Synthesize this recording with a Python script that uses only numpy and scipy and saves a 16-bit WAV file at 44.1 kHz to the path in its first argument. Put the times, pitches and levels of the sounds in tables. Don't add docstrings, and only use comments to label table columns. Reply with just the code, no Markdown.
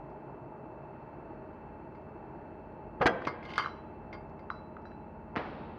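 import sys
import numpy as np
from scipy import signal
from scipy.fft import rfft, irfft, next_fast_len
from scipy.io import wavfile
from scipy.ndimage import uniform_filter1d, map_coordinates

SR = 44100
rng = np.random.default_rng(int(sys.argv[2]) if len(sys.argv) > 2 else 0)


def log_audio(samples):
    frames = np.atleast_2d(samples).T
    limited = np.clip(frames, -1, 1)
    pcm = np.round(limited * 32767).astype(np.int16)
    wavfile.write(sys.argv[1], SR, pcm)


def attenuation_scalar(level_db):
    decades = np.asarray(level_db, float) / 20
    return 10 ** decades


N = 254898


def unit(x):
    return x / np.sqrt(np.mean(x ** 2) + 1e-20)


def peak1(x):
    return x / np.max(np.abs(x))


def along(points, hz):
    f, v = np.transpose(points)
    return np.interp(np.log(hz + 1), np.log(f + 1), v)


def wobble(rate):
    knots = rng.standard_normal(int(N * rate / SR) + 4)
    return map_coordinates(knots, [np.arange(N) * rate / SR])


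def filtered(x, response):
    m = next_fast_len(len(x) + SR // 4)
    return irfft(rfft(x, m) * response(np.fft.rfftfreq(m, 1 / SR)), m)[:len(x)]


def noise(spectrum):
    return unit(filtered(rng.standard_normal(N), lambda hz: attenuation_scalar(along(spectrum, hz))))


def hall(x, decay):
    hz, t, z = signal.stft(rng.standard_normal(SR + SR // 2), SR, nperseg=256)
    fade = attenuation_scalar(-60 * t / along(decay, hz)[:, None])
    tail = signal.istft(z * fade, SR, nperseg=256)[1]
    late = np.pad(x, (250, 0))
    return signal.fftconvolve(late, tail / np.linalg.norm(tail))[:N]


def blows(table, modes, width, t60, crack_db, tilt_db, blur, hard):
    out = np.zeros(N + SR)
    t = np.arange(SR // 2) / SR
    early = t[:SR // 8]
    mode_hz, mode_db, mode_t60 = np.transpose(modes)[:, :, None]
    steps = rng.standard_normal((len(modes), len(t)))
    steps = uniform_filter1d(uniform_filter1d(steps, size=150), size=150)
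    waver = blur * 800 / mode_hz * np.cumsum(steps, axis=1) / np.sqrt(SR)
    rings = attenuation_scalar(mode_db - 60 * t / mode_t60) * np.sin(2 * np.pi * mode_hz * t + waver)
    rings = rings * (1 - np.exp(-t / 0.00063))
    for start_s, level_db, pitch_hz, ring_db in table:
        def hollow(f):
            damping = 1j * f * width * pitch_hz
            resonance = damping / (pitch_hz * pitch_hz - f * f + damping)
            return resonance ** 2 / (1 + .4j * f / pitch_hz) ** 3

        def bright(f):
            return (1j * f / (2800 + 1j * f)) ** 3 / (1 + 1j * f / 3500) ** 4

        start = round(start_s * SR)
        shake = attenuation_scalar(-60 * early / t60) * 0.45 * rng.standard_normal(len(early))
        shake[0] += 1.4
        knock = peak1(filtered(shake, hollow))
        crack = peak1(filtered(shake * attenuation_scalar(-60 * early / .004), bright))
        bright_db = crack_db + tilt_db * np.log2(pitch_hz / 1300) + hard * (level_db + 18.5)
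        out[start:][:len(early)] += attenuation_scalar(level_db) * (knock + attenuation_scalar(bright_db) * crack)
        strengths_db = rng.normal(0, 2, len(modes))
        out[start:][:len(t)] += attenuation_scalar(level_db + ring_db + strengths_db) @ rings
    return out[:N]


def thuds(table, t60):
    out = np.zeros(N + SR)
    t = np.arange(SR // 4) / SR
    for start_s, level_db, pitch_hz in table:
        swing = np.sin(2 * np.pi * pitch_hz * t) * (1 - np.exp(-t * pitch_hz * 4))
        out[round(start_s * SR):][:len(t)] -= attenuation_scalar(level_db - 60 * t / t60) * swing
    return out[:N]


# start_s, level_db (peak), gap_s, first_pitch_hz, later_pitch_hz
BURSTS = [
    (3.0125, -18.5, .004, 900, 1404),
    (3.0578, -9, .0045, 872, 1654),
]
# start_s, level_db (peak), pitch_hz, ring_db (over the knock)
BREAK_KNOCKS = [
    (3.001, -44.5, 880, -10),
    (3.03, -22.5, 1020, -24.5),
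    (3.094, -29.5, 990, -20.5),
    (3.136, -42, 990, -21),
]
# pitch_hz, level_db, t60_s (time to die by 60 dB)
FRAME_MODES = [(237.4, -5, 0.39), (472.5, -9.5, 0.2), (536.4, 2, 0.5), (705, 0, 0.13), (750, -1, 0.23),
               (896, -17, 0.28), (990, -20.5, 0.22), (1217, 6, 0.17), (1375, -5.5, 0.25), (1627, 7.5, 0.14),
               (1880, -13, 0.1), (1968, -16, 0.22), (3310, -13, 0.1), (3200, -9.5, 0.2),
               (4040, -20.5, 0.072), (4510, -20.5, 0.1), (4970, -24, 0.2), (6000, -29.5, 0.099),
               (6150, -49, .11)]
# start_s, level_db (peak), pitch_hz
THUDS = [
    (3.009, -21.5, 522),
    (3.015, -17, 575),
    (3.023, -20.5, 443),
    (3.057, -7, 320),
    (3.064, -34, 517),
    (3.269, -23.5, 308),
    (3.579, -32, 410),
    (5.364, -29, 332),
]
# start_s, level_db (peak), pitch_hz
FLOOR_THUDS = [
    (3.007, -25.5, 123),
    (3.012, -27.5, 130),
    (3.056, -34.5, 110.6),
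    (3.27, -35, 142),
]


def hub_breaks_free():
    slips = []
    for start_s, level_db, gap_s, first_hz, later_hz in BURSTS:
        for k in range(4):
            pitch_hz = later_hz if k else first_hz
            slips.append((start_s + k * gap_s, level_db - k * 1.3, pitch_hz, -18))
    knocks = blows(slips + BREAK_KNOCKS, FRAME_MODES, width=1.0, t60=0.051,
                   crack_db=-17.5, tilt_db=23, blur=12, hard=0.29)
    return knocks + thuds(THUDS[:-1], t60=0.03) + thuds(FLOOR_THUDS, t60=0.11)


# start_s, level_db (peak), pitch_hz, ring_db (over the knock)
BAR_KNOCKS = [(3.219, -33.5, 1350, -23), (3.251, -34, 2440, -22), (3.27, -22, 950, -13),
              (3.274, -19, 1300, -22), (3.2795, -28, 1420, -10.5), (3.428, -42, 2060, -9),
              (3.452, -46, 3000, 1.5), (3.503, -38, 2800, -9), (3.584, -18.5, 1380, -9),
              (3.597, -23, 1200, -19), (3.6225, -35.5, 1710, -1), (3.638, -33, 1450, -15),
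              (4.128, -39.5, 1970, -5.5), (4.142, -45.5, 2080, -0.5)]
# start_s, level_db (peak), pitch_hz, ring_db (over the knock)
TICKS = [
    (.1, -72, 4270, 0),
    (1.949, -53, 1910, -11),
    (4.295, -67, 4200, -26),
    (4.392, -49, 1800, -11),
    (4.819, -70, 4000, -14),
]
# pitch_hz, level_db, t60_s
BAR_MODES = [(1065, -4, .15), (1145, -8, .14), (1243, -5, .14), (1450, -7, .13), (1635, -11, .13),
             (2100, 0, .16), (2140, -4, .12), (3122, -15, .1), (3332, -18, .11), (3607, -18, .1),
             (4100, -17, .08), (4323, -19, .1), (4693, -13, .17), (5103, -20, .19), (5750, -23, .1),
             (6400, -28, .08)]


def bar_knocks():
    rattle = [(3.4925 + k * .0216, -44 + k * 3, 2800, -5.5) for k in range(4)]
    return blows(BAR_KNOCKS + rattle + TICKS, BAR_MODES, width=0.76, t60=0.039,
                 crack_db=-9, tilt_db=5.5, blur=9.8, hard=.4)


# start_s, level_db
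SLIDE_PEAKS = [
    (3.26, -68),
    (3.35, -84),
    (3.491, -50.5),
    (3.599, -40.5),
    (3.76, -67),
    (4.15, -73),
]
# pitch_hz, level_db (per Hz)
GRIT_COLOUR = [(600, -17), (1000, 2), (2100, 0), (2600, -1), (3100, 11), (3700, -37), (4300, -1.5),
               (5500, -23), (7000, -26), (8000, -30)]


def slide():
    t = np.arange(N) / SR
    grip_db_per_s, slack_db_per_s = 298.5, 215
    ramps = [level_db - np.maximum(grip_db_per_s * (start_s - t), slack_db_per_s * (t - start_s))
             for start_s, level_db in SLIDE_PEAKS]
    level = np.max(ramps, axis=0)
    draw = rng.random((2, N))
    caught = draw[0] < 1600 / SR
    grains = caught * attenuation_scalar(-3 * np.log(draw[1] + .02)) * np.sign(rng.standard_normal(N))
    grit = unit(filtered(grains, lambda hz: attenuation_scalar(along(GRIT_COLOUR, hz))))

    def bar(f):
        return sum(attenuation_scalar(db) * 1j * f / (hz * hz - f * f + 1j * f * 3 / t60) for hz, db, t60 in BAR_MODES)

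    return attenuation_scalar(level - 1.0) * (grit + 0.71 * unit(filtered(grains, bar)))


# start_s, level_db (peak), pitch_hz, ring_db (over the knock)
HUB_CLINKS = [
    (3.5797, -8, 1400, -57),
    (3.645, -25, 1450, -14),
    (3.6596, -19.5, 1405, -46),
    (3.673, -28, 1135, -24),
    (3.682, -34, 1250, -32),
    (4.5015, -20.5, 1280, -23.5),
    (4.513, -30.5, 1060, -39),
    (4.767, -34.5, 1300, -44),
    (4.854, -38, 1420, -15.5),
    (4.916, -45.5, 1430, -37),
]
# pitch_hz, level_db, t60_s
RIM_MODES = [(1075, 1, .09), (1455, -7, .06), (3973, -13, .45), (3985, -13, .5), (4680, -26, .25),
             (5012, -28, .2), (5136, -27, .3), (5744, -30, .45), (6600, -32, .14), (8500, -30, .1)]


def hub_clinks():
    return blows(HUB_CLINKS, RIM_MODES, width=.4, t60=.012, crack_db=-29, tilt_db=3, blur=0, hard=1.2)


# start_s, level_db (peak), pitch_hz, ring_db (over the knock)
DOOR_KNOCKS = [
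    (5.3615, -15.5, 1110, -61),
    (5.356, -26, 890, -57),
    (5.366, -21, 1100, -58),
    (5.377, -26.5, 1400, -55),
]
# pitch_hz, t60_s
PORCH_DECAY = [(200, 0.33), (1500, 0.26), (6000, 0.087)]
# pitch_hz, t60_s
HALL_DECAY = [(150, 2.4), (500, 2.03), (1500, 1.35), (4000, 1.73), (7000, 0.53)]
# pitch_hz, level_db
DISTANCE = [(100, -0.5), (200, 0.5), (500, -2.5), (1200, 0.5), (3000, 4), (4500, 5), (6000, -1), (7000, -7),
            (8000, -30)]


def door():
    knocks = blows(DOOR_KNOCKS, FRAME_MODES, width=1.55, t60=.004,
                   crack_db=-19, tilt_db=2, blur=30, hard=.8)
    knocks = knocks + thuds(THUDS[-1:], t60=.012)
    low_hz, top_hz = 457, 1200
    push = attenuation_scalar(14) * (np.arange(N) == round(DOOR_KNOCKS[0][0] * SR))
    push = filtered(push, lambda f: 1j * f / (low_hz + 1j * f) / (1 + 1j * f / top_hz) ** 3)
    tail = attenuation_scalar(2.5) * hall(push, PORCH_DECAY) + attenuation_scalar(-0.5) * hall(push, HALL_DECAY)
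    return filtered(knocks + tail, lambda hz: attenuation_scalar(along(DISTANCE, hz)))


# start_s, level_db
LOAD = [
    (0.0, -57.5),
    (0.31, -56.5),
    (1.59, -50),
    (3.01, -48.5),
    (4.64, -47),
    (5.78, -45),
]
# multiple (of the shaft's turning rate), level_db
THROB = [(2, -12), (3, -2), (4, -3.5), (5, 3), (6, -3.5), (7, -9.5), (8, -6.5), (9, 0), (10, -7), (11, 1.5),
         (13, 5.5), (14, 3.5), (16, -23.5), (20, -1.5), (25, -9.5)]
# pitch_hz, level_db (per Hz)
DRONE_COLOUR = [(30, -38.5), (45, -4), (90, -11.5), (140, 1), (198, -11), (312, 0), (420, -1), (492, -7),
                (623, -3), (740, -7), (850, -3.5), (945, -7), (1030, -10.5), (1430, -17), (1700, -46.5),
                (2200, -59)]
# pitch_hz, level_db (per Hz)
FAN_COLOUR = [(900, -15), (1500, 4.5), (2000, -4), (2400, -6), (2800, -13), (3200, -19), (3700, -27.5),
              (4300, -19.5), (5000, -33.5), (6500, -38.5), (8000, -47)]
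# pitch_hz, width_hz (how fast they wander), level_db (rms)
WHINES = [(627.3, 12, -59.5), (817, 8.8, -66.5), (856, 6, -58), (917, 5.5, -60), (1890, 11, -80),
          (2240, 12, -91), (2649, 5.5, -72), (4425, 60, -119)]


def pump():
    t = np.arange(N) / SR
    load_s, load_db = np.transpose(LOAD)
    throb_db = np.interp(t, load_s, load_db)
    drone_db = -47.5 - 0.2 * (throb_db - throb_db.mean())
    shaft_hz = 16.66 * (1 + 0.0043 * wobble(1.581))
    turn = 2 * np.pi * np.cumsum(shaft_hz) / SR
    throb = sum(attenuation_scalar(db + 0.44 * wobble(1.7)) * np.sin(k * turn + 7 * rng.random()) for k, db in THROB)
    beat = 1 + 0.1 * np.cos(4 * turn) + 0.092 * np.cos(turn)
    drone = beat * attenuation_scalar(0.8 * wobble(4.67)) * noise(DRONE_COLOUR)
    fan = attenuation_scalar(0.8 * wobble(3.4)) * noise(FAN_COLOUR)
    flutter = .45 * np.clip(t / 0.54, 0, 1) ** 2 * np.cos(turn)
    whine = np.zeros(N)
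    for hz, width_hz, db in WHINES:
        pulse = 1 + flutter * (hz > 2000)
        swell = np.sqrt(2) * attenuation_scalar(db + 1.2 * wobble(width_hz))
        whine += pulse * swell * np.sin(2 * np.pi * hz * t + 0.84 * wobble(width_hz))
    return attenuation_scalar(throb_db - 4.5) * unit(throb) + attenuation_scalar(drone_db) * unit(drone) + attenuation_scalar(-63.5) * fan + whine


# pitch_hz, t60_s
NOOK_DECAY = [(150, .5), (500, 0.87), (1500, 0.42), (4000, 0.49), (7000, 0.069)]


def room_echo(bang, near):
    echo = attenuation_scalar(-21.5) * hall(bang, NOOK_DECAY) + attenuation_scalar(-18.0) * hall(bang, HALL_DECAY)
    echo = echo + attenuation_scalar(-14) * hall(near, NOOK_DECAY)
    return filtered(echo, lambda hz: 1 / (1 + 1j * hz / 5500) ** 3)


def scene():
    bang = hub_breaks_free()
    near = bar_knocks() + hub_clinks() + slide()
    return (bang + near + door() + pump() + room_echo(bang, near))[None]


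def roll_off(x):
    return signal.sosfilt(signal.butter(12, 15750, fs=SR, output="sos"), x)


# pitch_hz, level_db
MIC = [(22, -16), (45, 1.5), (6000, -4), (7200, -11.5), (7700, -10), (7950, -34.5)]
# pitch_hz, level_db
MIRROR = [(8000, 3.5), (9000, 2.5), (11000, -26.5), (13500, -45), (15000, -58)]


def record(dry):
    rate_hz, edge = 16000, SR // 10
    x = dry[0] / (1 + np.abs(dry[0] / .183) ** 8) ** (1 / 8)
    x = np.pad(x, edge, "reflect", reflect_type="odd")
    x = filtered(x, lambda hz: attenuation_scalar(along(MIC, hz)) * (hz < rate_hz / 2))
    mirror = x * np.cos(2 * np.pi * rate_hz * np.arange(len(x)) / SR)
    x = x + filtered(mirror, lambda hz: attenuation_scalar(along(MIRROR, hz)) * (hz > rate_hz / 2) * (hz < rate_hz))
    mix = x[edge:][:N] + attenuation_scalar(-93.5) * rng.standard_normal(N)
    return roll_off(mix[None])


dry = scene()
out = record(dry)
log_audio(out)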